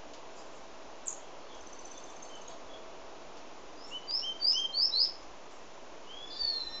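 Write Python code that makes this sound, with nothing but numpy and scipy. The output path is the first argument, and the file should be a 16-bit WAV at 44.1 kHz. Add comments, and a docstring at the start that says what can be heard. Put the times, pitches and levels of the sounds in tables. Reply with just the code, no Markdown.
"""A caged seedeater sings close by in a walled yard, heard through a window screen on a small camera's mic.
One sharp chip and a soft ticking trill; then the two sides of its syrinx alternate rising slurs and
low notes, and a falling whistle crosses a long rising one. The yard walls echo the song.
Farther off are other birds and the town's traffic; at the microphone, hiss and a hand on the camera."""
import sys
import numpy as np
from scipy import signal
from scipy.fft import rfft, irfft, next_fast_len
from scipy.io import wavfile
from scipy.ndimage import map_coordinates

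SR = 44100
rng = np.random.default_rng(int(sys.argv[2]) if len(sys.argv) > 2 else 0)


def transcribe(signal):
    """Save signal, clipped to [-1, 1], as a 16-bit WAV file at the path in sys.argv[1]."""
    frames = np.atleast_2d(signal).T
    limited = np.clip(frames, -1, 1)
    pcm = np.round(limited * 32767).astype(np.int16)
    wavfile.write(sys.argv[1], SR, pcm)


N = 299880


def amp(db):
    """Decibels to gain."""
    return 10 ** (np.asarray(db) / 20)


def clock():
    """The time of every sample."""
    return np.arange(N) / SR


def steps(length):
    """Control times along one note, from its start."""
    return np.linspace(0, length, 200)


def wobble(rate, size):
    """A smooth random curve, rate knots a second."""
    knots = rng.standard_normal(int(size * rate / SR) + 4)
    return map_coordinates(knots, [np.arange(size) * rate / SR])


def coloured(x, points):
    """x through a spectrum of (f/Hz, level/dB) points on a log axis."""
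    size = next_fast_len(N + 8192)
    hz, db = np.transpose(points)
    gain = amp(np.interp(np.log(np.fft.rfftfreq(size, 1 / SR) + 1), np.log(hz), db))
    return irfft(rfft(x, size) * gain, size)[:N]


def noise(points):
    """Coloured noise of rms 1."""
    x = coloured(rng.standard_normal(N), points)
    return x / np.sqrt(np.mean(x ** 2) + 1e-20)


def add(out, s, x):
    """Mix x into out from time s on."""
    part = out[max(round(s * SR), 0):][:len(x)]
    part += x[:len(part)]


def voice(rows, waver, flutter_db, fade, tremble=220):
    """Phase and amplitude along (t/s, f/Hz, level/dB) rows; a fast, deep pitch tremble makes a rasp."""
    s, hz, db = np.transpose(rows)
    t = s[0] + np.arange(max(int((s[-1] - s[0]) * SR), 2)) / SR
    pitch = np.interp(t, s, hz) * (1 + waver * wobble(tremble, len(t)))
    gate = np.sin(np.pi / 2 * np.clip(np.minimum(t - t[0], t[-1] - t) / fade, 0, 1)) ** 2
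    level = amp(np.interp(t, s, db) + flutter_db * wobble(120, len(t)))
    return 2 * np.pi * np.cumsum(pitch) / SR, np.sqrt(2) * gate * level


def sing(notes, waver, flutter_db, fade, tremble=220):
    """Each note as one whistled sine glide."""
    out = np.zeros(N)
    for note in notes:
        phase, level = voice(note, waver, flutter_db, fade, tremble)
        add(out, note[0][0], level * np.sin(phase))
    return out


def glides(calls, edge_db, flutter_db, fade, tremble):
    """Short straight glides, loudest in the middle, each with its own rasp."""
    out = np.zeros(N)
    for s, length, start, end, db, rasp in calls:
        middle = (s + length / 2, (start + end) / 2, db)
        note = [(s, start, db + edge_db), middle, (s + length, end, db + edge_db)]
        out += sing([note], rasp, flutter_db, fade, tremble)
    return out


# traffic loudness: t/s, level/dB
TRAFFIC_LEVEL = [(0, -50.5), (2.4, -50), (4.2, -50), (5.0, -51), (6.8, -51)]
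# spectra of the traffic and the hiss: f/Hz, level/dB
TRAFFIC_SPECTRUM = [(60, -40), (105, -27.5), (135, -11), (170, -7.5), (210, -8), (290, 0), (480, 0.5),
                    (640, 1), (760, -0.5), (1050, -1), (1400, -8.5), (2000, -16), (4000, -18), (9000, -47)]
HISS_SPECTRUM = [(300, -16), (1500, -4), (2700, 0), (4000, -6), (6000, -2.5), (7150, -6), (7800, -33.5),
                 (9000, -36)]
def background(hiss_db=-58):
    """Distant town traffic beyond the walls, and an even hiss."""
    traffic_db = np.interp(clock(), *np.transpose(TRAFFIC_LEVEL))
    return amp(traffic_db) * noise(TRAFFIC_SPECTRUM) + amp(hiss_db) * noise(HISS_SPECTRUM)


def engine(hz=654, start_db=-60, fade_db_per_s=1.5, swell_s=2.85, width_s=.45, swell_db=7):
    """One far engine drones, swells once and slowly recedes."""
    out, t = np.zeros(N), steps(N / SR)
    db = start_db - fade_db_per_s * t + swell_db * np.exp(-((t - swell_s) / width_s) ** 2)
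    return sing([np.column_stack([t, np.full_like(t, hz), db])], waver=.025, flutter_db=3, fade=.01)


# soft knocks of the hand on the camera: t/s, relative level/dB, half length/s
HAND_BUMPS = [(1.598, -60, .05), (2.69, -60, 0.049), (3.05, -64, .04), (5.263, -58, 0.073),
              (6.445, -50.5, .04), (6.706, -58.5, .1)]
# their rumble: f/Hz, level/dB
RUMBLE_SPECTRUM = [(10, 1), (30, -6), (52, -5.5), (66, -11), (82, -11.5), (98, -27.5), (200, -72)]
def handling(rumble_db=-64.5, bump_db=-2):
    """Right at the microphone, a low rumble that swells briefly when the hand shifts."""
    swell = sum(amp(db + bump_db) * np.exp(-((clock() - s) / width) ** 2) for s, db, width in HAND_BUMPS)
    return (amp(rumble_db) + swell) * noise(RUMBLE_SPECTRUM)


# small dry ticks: t/s, level/dB, t60/s
DRY_TAPS = [(.135, -51, 0.21), (3.37, -54, 0.2), (4.111, -34, .009), (4.195, -52, 0.16), (4.52, -43.5, .1),
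            (5.052, -48, .08), (5.228, -53.5, 0.1)]
# their spectrum: f/Hz, level/dB
TAP_SPECTRUM = [(800, -26.5), (2500, -3), (4500, 0.5), (7000, -1.5), (8000, -17), (9500, -50.5)]
def taps():
    """Bursts of bright noise that die at once, with no echo from the yard."""
    level, t = np.zeros(N), np.arange(SR // 4) / SR
    for s, db, t60 in DRY_TAPS:
        add(level, s, amp(db) * np.exp(-np.log(1000) * t / t60))
    return level * noise(TAP_SPECTRUM)


def yard_tail(x, t60, build_s=.012):
    """Diffuse reverberation builds up between the walls and dies away."""
    t = np.arange(SR * 2 // 3) / SR
    tail = rng.standard_normal(len(t)) * np.exp(-np.log(1000) * t / t60) * (1 - np.exp(-t / build_s))
    return signal.fftconvolve(x, tail / np.linalg.norm(tail))[:N]


# far chirps: t/s, length/s, start f/Hz, end f/Hz, relative level/dB, rasp/0-1
FAR_CHIRPS = [(1.19, 0.05, 3160, 3300, -62, .015), (1.41, .046, 4380, 4200, -65, .015),
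              (1.48, 0.076, 3610, 3095, -57.5, 0.07), (1.94, .051, 3490, 3520, -56, .005),
              (2.06, 0.044, 3520, 3520, -58.5, 0.01), (2.06, .04, 6900, 7200, -58, 0.13),
              (2.29, .08, 3180, 2920, -53, 0), (2.45, .05, 3850, 3150, -56.5, 0.1),
              (2.68, 0.056, 3390, 3310, -53, 0.03)]
# thin, hissy contact notes: t/s, length/s, start f/Hz, end f/Hz, relative level/dB
CONTACT_NOTES = [(.35, 0.034, 7480, 6530, -53.5), (0.367, .03, 5200, 4670, -55),
                 (0.517, .04, 7540, 6480, -57.5), (3.867, .04, 7480, 6610, -54),
                 (5.505, 0.022, 7650, 6920, -53.5)]
def far_birds(chirp_db=2.5, contact_db=-1, rasp=.063):
    """Birds elsewhere in the neighbourhood reach the microphone mostly as reverberation."""
    chirps = glides(FAR_CHIRPS, edge_db=-3, flutter_db=2, fade=.007, tremble=350)
    hissy_notes = [(*row, rasp) for row in CONTACT_NOTES]
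    contacts = glides(hissy_notes, edge_db=-3, flutter_db=2, fade=.004, tremble=1500)
    birds = amp(chirp_db) * chirps + amp(contact_db) * contacts
    return amp(-9) * birds + amp(-1) * yard_tail(birds, t60=.34)


# echoes off the yard walls: delay/s, level/dB
WALL_REFLECTIONS = [(.0062, -12), (0.01, -6), (0.0235, -7.5), (.029, -14), (.046, -9), (.066, -17),
                    (.098, -23)]
def wall_echoes(x):
    """Single reflections; at the microphone a glide beats against its own delayed copies."""
    out = np.zeros(N)
    for delay, db in WALL_REFLECTIONS:
        add(out, delay, amp(db) * x)
    return out


# course of the sharp chip: t/s, f/Hz, relative level/dB
CHIP_COURSE = [(1.058, 6190, -58), (1.061, 7970, -40), (1.067, 8020, -45), (1.072, 7420, -32),
               (1.079, 7530, -39.5), (1.0827, 6760, -25.5), (1.0853, 6250, -37), (1.088, 5800, -53)]
def chip(gain_db=3):
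    """From the cage close by, a rough high lead-in that snaps steeply downward."""
    return amp(gain_db) * sing([CHIP_COURSE], waver=.014, flutter_db=.5, fade=.00083, tremble=1200)


# course of the trill: t/s, f/Hz, relative level/dB
TRILL_COURSE = [(1.55, 6220, -49), (1.8, 6020, -41.5), (1.98, 6120, -41.5), (2.1, 6200, -48),
                (2.42, 6260, -46), (2.49, 6530, -47.5)]
def trill(start_s=1.552, gap_s=.0605, slowing_s=.00022, count=16, accents=(11, 15), accent_db=8,
          drop_hz=280, edge_db=-11, rasp_hz=7600, rasp_db=-16, low_hz=4480, low_db=-21, gain_db=-1):
    """Ticks that slow a little: each a downward peep, a high rasp and a faint low note."""
    k = np.arange(count)
    times = start_s + gap_s * k + slowing_s * k ** 2 / 2
    at, pitch, level = np.transpose(TRILL_COURSE)
    levels = np.interp(times, at, level) + accent_db * np.isin(k, accents)
    peeps, rasps, lows = [], [], []
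    for s, hz, db in zip(times, np.interp(times, at, pitch), levels):
        edge, rasp, low = db + edge_db, db + rasp_db, db + low_db
        peeps.append([(s - .007, hz + drop_hz, edge), (s, hz, db), (s + .003, hz - drop_hz / 2, edge)])
        rasps.append([(s, hz + 400, rasp), (s + .0041, rasp_hz, rasp), (s + .028, rasp_hz, rasp - 4)])
        lows.append([(s + .016, low_hz + 100, low), (s + .04, low_hz - 100, low)])
    clear = sing(peeps + lows, waver=.012, flutter_db=1, fade=.001, tremble=700)
    rough = sing(rasps, waver=.045, flutter_db=2, fade=.002, tremble=1800)
    return amp(gain_db) * (clear + rough)


# downward flicks: t/s, length/s, start f/Hz, end f/Hz, relative level/dB, rasp/0-1
SONG_FLICKS = [(4.19, 0.028, 4600, 3920, -57, .065), (5.048, .016, 4750, 2640, -49, 0.03),
               (6.3, 0.088, 4600, 3670, -48, .065)]
def flicks(gain_db=-1):
    """Quick, faint drops in pitch between the near bird's notes."""
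    return amp(gain_db) * glides(SONG_FLICKS, edge_db=-5.5, flutter_db=4, fade=.003, tremble=700)


# a quick and a slow lift in pitch: rise/Hz, time constant/s
PITCH_LIFTS = [(170, .045), (305, .21)]
# partials 1 to 4: level/dB at the lowest pitch, level/dB at the highest
REEDY_PARTIALS = [(-29.5, -4), (2, 1), (-27, 1.5), (-25.5, -15)]
def rising_whistle(start_s=6.055, length=.76, top_hz=1838, attack_s=.045, hold_s=.18, gain_db=-2):
    """A long reedy note that levels off; its partials fill in as the pitch climbs."""
    out, t = np.zeros(N), steps(length)
    hz = top_hz - sum(rise * np.exp(-t / lag) for rise, lag in PITCH_LIFTS)
    db = np.interp(t, [0, attack_s, attack_s + hold_s, length], [-64.5, -49.5, -49.5, -58])
    phase, level = voice(np.column_stack([start_s + t, hz, db]), waver=.0006, flutter_db=1.6, fade=.011)
    climb = np.interp(np.linspace(0, length, len(phase)), t, (hz - hz[0]) / (hz[-1] - hz[0])) ** 3
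    tone = sum(amp(first + (last - first) * climb) * np.sin(k * phase)
               for k, (first, last) in enumerate(REEDY_PARTIALS, 1))
    add(out, start_s, level * tone)
    return amp(gain_db) * out


def falling_whistle(start_s=6.3, length=.53, lead_s=.089, attack_s=.008, release_s=.16,
                    start_hz=4880, sink_hz_per_s=2550, floor_hz=4040, knee_hz=35, gain_db=-1):
    """A soft lead-in, a sudden full voice, then a long fade while the pitch sinks to its floor."""
    t = steps(length)
    above_floor = start_hz - sink_hz_per_s * t - floor_hz
    hz = floor_hz + knee_hz * np.logaddexp(0, above_floor / knee_hz)
    db = np.interp(t, [lead_s, lead_s + attack_s, length - release_s, length], [-48, -30.5, -40.5, -55])
    note = np.column_stack([start_s + t, hz, db])
    return amp(gain_db) * sing([note], waver=.0052, flutter_db=1.5, fade=.01)


# low notes: t/s, length/s, climb/s, top f/Hz, relative level/dB, overtone/dB, its fade/(dB/s)
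LOW_SIDE_NOTES = [(3.904, 0.089, .05, 3020, -37.5, -68, 49), (4.215, .117, .044, 3140, -35.5, -55, 59.5),
                  (4.529, .143, .07, 3176, -28.5, -38.5, 171.5)]
def low_notes(start_ratio=.9, sag_hz_per_s=600, onset_db=-23.5, release_s=.016, end_db=-21):
    """The low side of the syrinx climbs, then sags a little. Returns the notes and their fading octaves."""
    notes, octaves = [], []
    for s, length, climb, top_hz, db, octave_db, octave_fade in LOW_SIDE_NOTES:
        t = steps(length)
        progress = np.minimum(t / climb, 1)
        effort = np.sin(np.pi / 2 * progress) ** 2
        hz = top_hz * (start_ratio + (1 - start_ratio) * effort)
        hz -= sag_hz_per_s * np.maximum(t - climb, 0)
        shape = onset_db * (1 - progress) ** 2 + np.interp(t, [length - release_s, length], [0, end_db])
        notes.append(np.column_stack([s + t, hz, db + shape]))
        octaves.append(np.column_stack([s + t, 2 * hz, octave_db - octave_fade * t]))
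    low = amp(-.1) * sing(notes, waver=.0021, flutter_db=1.75, fade=.0036, tremble=210)
    return low, amp(-1.5) * sing(octaves, waver=.0053, flutter_db=2, fade=.002)


# slurs: t/s, length/s, start f/Hz, end f/Hz, onset offset/Hz, leap after/s, relative peak level/dB
HIGH_SIDE_SLURS = [(3.758, .15, 4750, 5620, -52.5, .06, -51), (4.07, .143, 4615, 5523, 90, .075, -29.5),
                   (4.399, .14, 4438, 5322, 350, .072, -23.5), (4.725, 0.15, 4202, 5456, -250, .091, -23),
                   (4.909, .144, 3757, 5350, 10, .089, -23)]
def slurs(scoop_s=.01, leap_half_s=.0058, leap_share=.18, attack_s=.021, dip_s=.016, gain_db=-1.5):
    """The high side of the syrinx scoops onto an even rise with one quick leap in pitch."""
    notes = []
    for s, length, start_hz, end_hz, offset_hz, leap, db in HIGH_SIDE_SLURS:
        t = steps(length)
        leapt = (1 + np.tanh((t - leap) / leap_half_s)) / 2
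        rise = (1 - leap_share) * t / length + leap_share * leapt
        hz = start_hz + (end_hz - start_hz) * rise + offset_hz * np.exp(-t / scoop_s)
        # the voice swells, thins just before the leap and peaks right after it
        before_db = np.interp(t, [0, attack_s, leap - dip_s, leap], [-28, -9, -3, -6.5])
        after_db = -10 * ((t - leap) / (length - leap)) ** 2
        opened = np.clip((t - leap) / leap_half_s, 0, 1)
        notes.append(np.column_stack([s + t, hz, db + before_db + (after_db - before_db) * opened]))
    return amp(gain_db) * sing(notes, waver=.0053, flutter_db=2, fade=.002)


def scene(far_wall_s=.097, far_wall_db=-19):
    """From the window: the near bird and its echoes in front, far birds and the town behind."""
    low, octaves = low_notes()
    high = slurs() + octaves + falling_whistle() + rising_whistle() + flicks()
    call, ticks = chip(), trill()
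    yard = wall_echoes(high + amp(-8) * low + amp(-2) * call + amp(-8) * ticks)
    yard += yard_tail(amp(-8.5) * (high + call) + amp(-12.5) * low + amp(-8) * ticks, t60=.36)
    add(yard, far_wall_s, amp(far_wall_db) * low)  # low notes spread widely and return from a far wall
    surroundings = far_birds() + taps() + background() + engine() + handling()
    return (high + low + call + ticks + yard + surroundings)[None]


# response of the camera's microphone and filter: f/Hz, level/dB
MIC_RESPONSE = [(20, 0.5), (7200, -1.5), (7600, -14), (8000, -16.5), (8700, -30.5), (9050, -37.5)]
def record(dry, sampling_hz=16000, top_hz=9050):
    """The camera's low sampling rate mirrors the top treble; its filter dulls that and cuts the rest."""
    mirrored = dry[0] * (1 + 2 * np.cos(2 * np.pi * sampling_hz * clock()))
    sound = coloured(mirrored, MIC_RESPONSE) + .0043  # the converter rests slightly off zero
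    return irfft(rfft(sound) * (np.fft.rfftfreq(N, 1 / SR) < top_hz), N)[None]


dry = scene()
out = record(dry)
transcribe(out)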